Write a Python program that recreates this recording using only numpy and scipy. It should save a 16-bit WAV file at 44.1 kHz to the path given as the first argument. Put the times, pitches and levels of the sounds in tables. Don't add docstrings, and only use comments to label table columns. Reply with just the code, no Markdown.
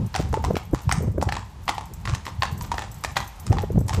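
import sys
import numpy as np
from scipy import signal
from scipy.fft import rfft, irfft
from scipy.io import wavfile
from scipy.ndimage import uniform_filter1d

SR = 44100
rng = np.random.default_rng(int(sys.argv[2]) if len(sys.argv) > 2 else 0)


def store_pcm(level_fs):
    pcm = np.round(np.clip(level_fs, -1, 1) * 32767).astype(np.int16)
    wavfile.write(sys.argv[1], SR, np.atleast_2d(pcm).T)


N = 176400

# start_s, pitch_hz, decay_s, knock_db, clack_db, iron_db
HOOF_CONTACTS = [(0.1425, 980, 0.0039, -28.5, -25.5, -59), (0.1508, 779, 0.0096, -23.5, -23, -35),
                 (0.1615, 776, 0.0046, -20, -19.5, -29), (0.3288, 1130, 0.00058, -18.5, -66, -39),
                 (0.341, 875, 0.0087, -19, -27.5, -35.5), (.441, 765, 0.0023, -17.5, -29, -39),
                 (.448, 965, 0.0034, -19.5, -30, -34), (0.5556, 1260, 0.0018, -34, -27, -42),
                 (.5672, 706, 0.0013, -13.5, -24.5, -38.5), (0.7472, 930, 0.00081, -12.5, -35, -35),
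                 (.893, 920, 0.0021, -16.5, -30, -36), (0.9142, 1040, 0.0016, -15.5, -15.5, -58),
                 (0.924, 780, 0.0044, -21, -21, -21.5), (1.2143, 890, 0.0017, -27, -31, -37.5),
                 (1.226, 816, 0.0014, -10.5, -52, -30), (1.2891, 770, 0.0049, -24, -24, -56),
                 (1.323, 848, 0.0038, -23.5, -19.5, -34.5), (1.369, 960, 0.0033, -21.5, -33, -52),
                 (1.6798, 1015, 0.0018, -13.5, -21.5, -40), (1.6885, 750, 0.003, -19.5, -21.5, -37),
                 (1.6926, 853, 0.0052, -20, -17, -28.5), (1.781, 832, 0.0031, -20.5, -29.5, -41),
                 (1.8102, 925, 0.0014, -24.5, -43, -44.5), (2.054, 1010, 0.0011, -22, -29, -36.5),
                 (2.0748, 1070, 0.0013, -22.5, -25, -45), (2.137, 1090, 0.0017, -24, -34, -42),
                 (2.1491, 880, 0.003, -29.5, -26, -31), (2.2537, 1230, 0.0035, -45, -37, -39),
                 (2.266, 1050, 0.0026, -27, -28, -43.5), (2.279, 870, 0.0026, -27, -40, -45),
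                 (2.4222, 1040, 0.0057, -16, -15, -51), (2.432, 801, 0.0066, -20.5, -17.5, -31.5),
                 (2.4526, 834, 0.0035, -28, -27.5, -39), (2.6105, 980, 0.0062, -31.5, -40, -34.5),
                 (2.717, 935, 0.0043, -16.5, -29.5, -34.5), (2.7412, 770, 0.0034, -23, -34.5, -42),
                 (2.7814, 837, 0.01, -36, -23, -60), (2.7921, 842, 0.011, -36, -28.5, -36),
                 (2.821, 790, 0.02, -36.5, -28.5, -44), (3.0384, 1130, 0.0017, -20, -32.5, -29),
                 (3.0474, 770, 0.001, -14.5, -21, -29.5), (3.1584, 706, 0.0053, -36, -33, -46),
                 (3.1674, 910, 0.0017, -14.5, -14.5, -49), (3.171, 793, 0.0071, -23, -19, -26.5),
                 (3.2036, 980, 0.0015, -19, -31, -38), (3.467, 1220, 0.0019, -33, -39.5, -32.5),
                 (3.52, 700, 0.0045, -25.5, -36, -51), (3.527, 795, 0.0084, -22.5, -33, -36.5),
                 (3.57, 1000, 0.0027, -25.5, -44, -63), (3.5844, 828, 0.013, -26, -26, -56),
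                 (3.883, 910, 0.0041, -33, -39.5, -30), (3.8942, 880, 0.0032, -23.5, -27.5, -30),
                 (3.9064, 800, 0.0047, -25, -39, -46), (3.93, 1057, 0.0064, -32.5, -38, -45)]
# frequency_hz, gain_db
CLACK_TONE = [(200, -40), (500, -11), (1300, -1.5), (1900, -5.5), (2400, -3.5), (3200, -7), (4200, -7),
              (5500, -13), (9000, -37.5), (16000, -28)]
# frequency_hz, gain_db
CLICK_TONE = [(2500, -16.5), (5200, 3.5), (7400, 2.5), (8400, -2.5), (10000, -3.5), (12500, -13.5),
              (16000, -14)]
# frequency_hz, gain_db
SHOE_RING_TONE = [(6500, 4), (8300, 12.5), (11000, 2), (16000, -34)]
# start_s, level_db
SHOE_DRAGS = [(0.179, -34.5), (0.761, -38), (1.335, -31.5), (2.08, -33), (2.623, -41.5), (2.805, -40.5),
              (3.528, -44), (3.925, -29)]
# frequency_hz, gain_db
SCUFF_TONE = [(400, 6), (1000, 5), (2200, -1), (7500, -6.5), (15000, -40)]
# start_s, level_db
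HARNESS_JOLTS = [(.834, -38), (1.037, -58), (1.117, -44), (1.655, -39), (1.9367, -32), (2.013, -46),
                 (2.524, -39), (2.579, -35), (2.6229, -28.5), (2.9157, -33), (2.944, -34.5), (3.398, -33),
                 (3.6185, -35), (3.72, -34.5), (3.789, -34), (3.806, -36.5), (3.94, -30.5)]
# time_s, level_db
CHAIN_LEVEL = [(0, -45), (.6, -45), (1.4, -54), (2.7, -45), (4, -46)]
# pitch_hz, fade_s
BUCKLE_NOTES = [(7700, .07), (11900, .11), (12700, .09), (13600, .07), (14600, .05)]
# frequency_hz, gain_db
CLINK_TONE = [(3500, -22), (6000, 2), (7500, -1), (10000, -2.5), (13000, -3.5), (15500, -19.5)]
# frequency_hz, fade_s
ECHO_FADE = [(200, .3), (900, 0.34), (3000, 0.42), (8000, 0.44), (15000, 0.38)]
# frequency_hz, gain_db
ECHO_TONE = [(300, -6.5), (900, 3), (4000, -2), (8000, -0.5), (14000, -9)]
# time_s, level_db
GUST_LEVEL = [(0, -26), (0.063, -25.5), (.09, -45.5), (.16, -37), (0.199, -30), (.25, -29.5), (.45, -30.5),
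              (0.501, -22), (.6, -41.5), (.68, -40), (0.742, -27), (.82, -47), (.87, -30), (1, -27.5),
              (1.2, -30.5), (1.42, -36.5), (1.48, -45), (1.75, -41), (1.93, -43), (2.1, -31.5),
              (2.25, -44.5), (2.55, -34), (3, -42), (3.229, -36), (3.32, -54.5), (3.428, -43.5),
              (3.498, -23.5), (3.6, -28.5), (3.69, -34.5), (3.77, -21), (3.902, -33.5), (4, -21.5)]
# frequency_hz, gain_db
WIND_TONE = [(20, -39), (40, -5), (70, 5.5), (115, -1), (200, -9), (600, -67)]
# frequency_hz, gain_db
SWIRL_TONE = [(80, -12), (190, 1), (280, -2), (480, -6), (700, -17.5), (1200, -24.5), (10000, -107)]
# time_s, level_db
WIND_SLAPS = [(0.2, -18.5), (0.334, -20), (0.373, -19.5), (0.483, -26), (0.508, -14.5), (0.544, -21),
              (0.568, -23), (0.736, -12), (1.006, -28), (1.181, -17), (1.228, -20), (1.276, -26),
              (3.507, -21.5), (3.638, -19.5), (3.704, -23.5), (3.758, -21.5), (3.779, -18.5),
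              (3.813, -23.5)]
# frequency_hz, gain_db
SLAP_TONE = [(60, -3), (420, 6.5), (600, 0), (900, -18), (2000, -33.5), (12000, -118)]
# time_s, pitch_hz, peak_db
WIND_THUDS = [(0.049, 99, -26.5), (.198, 139, -18), (0.314, 83, -21), (0.49, 97, -19), (.878, 120, -11),
              (.984, 144, -13.5), (1.077, 119, -12.5), (1.105, 96, -16.5), (1.271, 98, -12),
              (2.087, 102, -17.5), (2.136, 109, -13), (2.396, 97, -16.5), (2.53, 129, -19),
              (3.507, 111, -9.5), (3.777, 162, -9), (3.814, 114, -13), (3.862, 92, -14.5),
              (3.948, 101, -15.5)]
# frequency_hz, gain_db
WHEEL_TONE = [(20, -15), (50, 18), (160, -8.5), (500, -13), (880, -2), (1400, -13.5), (3000, -18),
              (7000, -24), (15000, -37)]
# time_s, level_db
WHEEL_LEVEL = [(0, 3.5), (.55, 4), (0.709, -2), (0.841, 3.5), (1.15, -4.5), (1.55, 1), (3.5, 5),
               (3.8, -0.5)]


def hooves():
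    out, t = np.zeros(N), np.arange(-.01, .1, 1 / SR)
    after = np.maximum(t, 0)
    sag, sag_s = .14, .001
    rise = 1 - np.exp(-after / .00036)
    for start_s, pitch_hz, decay_s, knock_db, clack_db, iron_db in HOOF_CONTACTS:
        clop_hz = 1820 * (1 + .085 * rng.standard_normal())
        cycles = pitch_hz * (after + sag * sag_s * (1 - np.exp(-after / sag_s)))
        knock = amp(5.5 + knock_db) * np.sin(2 * np.pi * cycles) * np.exp(-after / decay_s)
        clop = amp(4.5 + clack_db) * np.sin(2 * np.pi * clop_hz * after) * np.exp(-after / .0019)
        clack = amp(17.5 + clack_db) * crack(t, CLACK_TONE, decay_s=.0009)
        click = amp(20.5 + iron_db) * crack(t, CLICK_TONE, decay_s=.0006)
        ring_db = 5 + 2 * min(iron_db + 18, 0)
        ring = amp(ring_db) * crack(t, SHOE_RING_TONE, decay_s=.0006)
        add(out, start_s + t[0], clack + click + ring - (knock + clop) * rise)
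    return out


def crack(t, tone, decay_s):
    snap_noise, grit_noise, clump_noise = rng.standard_normal((3, len(t)))
    after = np.maximum(t, 0)
    rise_s, grit_rise_s, grit_decay_s = .00036, .0018, .007
    clumps = unit_level(abs(uniform_filter1d(clump_noise, size=50)))
    crunch = amp(-11) * grit_noise * clumps * np.exp(np.minimum(t / grit_rise_s, -t / grit_decay_s))
    snap = snap_noise * np.exp(-after / decay_s) * (1 - np.exp(-after / rise_s))
    sound = apply_tone(2 * snap + crunch, tone)
    return sound / np.linalg.norm(sound)


def scuffs():
    out, t = np.zeros(N), np.arange(SR // 7) / SR
    slide_decay_s, drag_peak_s = .022, .02
    for start_s, _, _, _, clack_db, _ in HOOF_CONTACTS:
        add(out, start_s, amp(-27.5 + .25 * clack_db) * grit(t) * np.exp(-t / slide_decay_s))
    for start_s, level_db in SHOE_DRAGS:
        add(out, start_s, amp(level_db) * grit(t) * t / drag_peak_s * np.exp(1 - t / drag_peak_s))
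    return apply_tone(out, SCUFF_TONE)


def grit(t):
    grains = rng.standard_normal(len(t)) * (rng.random(len(t)) < .025)
    clumps = abs(uniform_filter1d(rng.standard_normal(len(t)), size=120))
    return unit_level(grains) * unit_level(clumps)


def harness():
    clinks, rings, t = np.zeros(N), np.zeros(N), np.arange(SR // 10) / SR
    pitch_hz, fade_s = np.transpose(BUCKLE_NOTES)[:, :, None]
    tinkle_count, rattle_s, clink_decay_s = 90, .012, .002
    tinkles = [(start_s, level_at(CHAIN_LEVEL, start_s) + 4.5 * rng.standard_normal())
               for start_s in rng.random(size=tinkle_count) * N / SR]
    for start_s, level_db in HARNESS_JOLTS + tinkles:
        for lateness in np.append(0, rng.random(size=3)):
            hit_s = start_s + rattle_s * lateness
            gain = amp(level_db - 1) * np.exp(-2 * lateness)
            detuned_hz = pitch_hz * (1 + .022 * rng.standard_normal(pitch_hz.shape))
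            notes = amp(-60 * t / fade_s) * np.sin(2 * np.pi * detuned_hz * t)
            add(clinks, hit_s, gain * rng.standard_normal(len(t)) * np.exp(-t / clink_decay_s))
            add(rings, hit_s, gain * (rng.standard_normal(len(notes)) @ notes))
    return apply_tone(clinks, CLINK_TONE) + amp(-16.5) * rings


def street_echo(sound):
    out, t = np.zeros(N), np.arange(SR * 2 // 3) / SR
    echoes_per_s, house_delay_s, house_spread_s = 1300, .0608, .006
    house_swell = 1 + np.exp(-((t - house_delay_s) / house_spread_s) ** 2)
    for phase in np.linspace(0, np.pi, 3, endpoint=False):
        echoes = rng.standard_normal(len(t)) * (rng.random(len(t)) < echoes_per_s / SR) * (t > .003)
        hz, delay_s, spectrum = signal.stft(echoes * house_swell, SR, nperseg=256)
        fade = amp(-60 * delay_s / value_at_hz(ECHO_FADE, hz)[:, None])
        tail = signal.istft(spectrum * fade, SR, nperseg=256)[1]
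        blend = np.cos(np.pi * np.arange(N) / SR / 2 + phase) * np.sqrt(2 / 3)
        out += signal.fftconvolve(sound * blend, tail / np.linalg.norm(tail))[:N]
    return amp(-8.5) * apply_tone(out, ECHO_TONE)


def wind():
    gust_db = level_at(GUST_LEVEL, np.arange(N) / SR)
    rumble = noise(WIND_TONE)
    rumble /= np.sqrt(uniform_filter1d(rumble ** 2, size=6000) + .017)
    swirl_db = -29.5 + 1.395 * (gust_db + 20.5) + 6 * drift(rate_hz=24.4)
    return amp(2.5 + gust_db) * rumble + amp(swirl_db) * noise(SWIRL_TONE)


def buffets():
    out, t = np.zeros(N), np.arange(-.04, .06, 1 / SR)
    slap_width_s, thud_width_cycles = .0042, .85
    for time_s, level_db in WIND_SLAPS:
        puff = rng.standard_normal(len(t)) * np.exp(-(t / slap_width_s) ** 2)
        slap = apply_tone(puff, SLAP_TONE)
        slap *= np.sqrt(slap_width_s * SR) / np.linalg.norm(slap)
        add(out, time_s + t[0], amp(level_db) * slap)
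    for time_s, pitch_hz, peak_db in WIND_THUDS:
        swell = np.exp(-(pitch_hz * t / thud_width_cycles) ** 2)
        add(out, time_s + t[0], -amp(peak_db) * np.cos(2 * np.pi * pitch_hz * t) * swell)
    return out


def cart():
    roll = amp(-47 + level_at(WHEEL_LEVEL, np.arange(N) / SR)) * noise(WHEEL_TONE)
    rumble = signal.sosfiltfilt(signal.butter(2, 200, fs=SR, output="sos"), roll)
    hiss = roll - rumble
    return hiss + rumble * amp(3 * drift(rate_hz=12))


def amp(db):
    return 10 ** (np.asarray(db) / 20)


def unit_level(sound):
    return sound / np.sqrt(np.mean(sound ** 2) + 1e-20)


def level_at(table, time_s):
    return np.interp(time_s, *np.transpose(table))


def value_at_hz(table, hz):
    table_hz, values = np.transpose(table)
    return np.interp(np.log(hz + 1), np.log(table_hz + 1), values)


def add(mix, start_s, sound):
    part = mix[max(round(start_s * SR), 0):][:len(sound)]
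    part += sound[:len(part)]


def apply_tone(sound, tone, size=4096):
    log_gain = np.log(amp(value_at_hz(tone, abs(np.fft.fftfreq(size, 1 / SR)))))
    response = np.fft.ifft(np.exp(np.conj(signal.hilbert(log_gain)))).real
    return signal.fftconvolve(sound, response[:size // 2])[:len(sound)]


def noise(tone):
    gain = amp(value_at_hz(tone, np.fft.rfftfreq(N, 1 / SR)))
    return unit_level(irfft(rfft(rng.standard_normal(N)) * gain, N))


def drift(rate_hz):
    gain = np.exp(-(np.fft.rfftfreq(N, 1 / SR) / rate_hz) ** 2)
    return unit_level(irfft(rfft(rng.standard_normal(N)) * gain, N))


def scene():
    horses = hooves() + scuffs() + harness()
    return (horses + street_echo(horses) + wind() + buffets() + cart())[None]


def record(dry):
    cutoff_hz = 15400
    low_pass = signal.firwin(255, cutoff_hz, window=("kaiser", 9), fs=SR)
    return signal.oaconvolve(dry, low_pass[None], "same")


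dry = scene()
out = record(dry)
store_pcm(out)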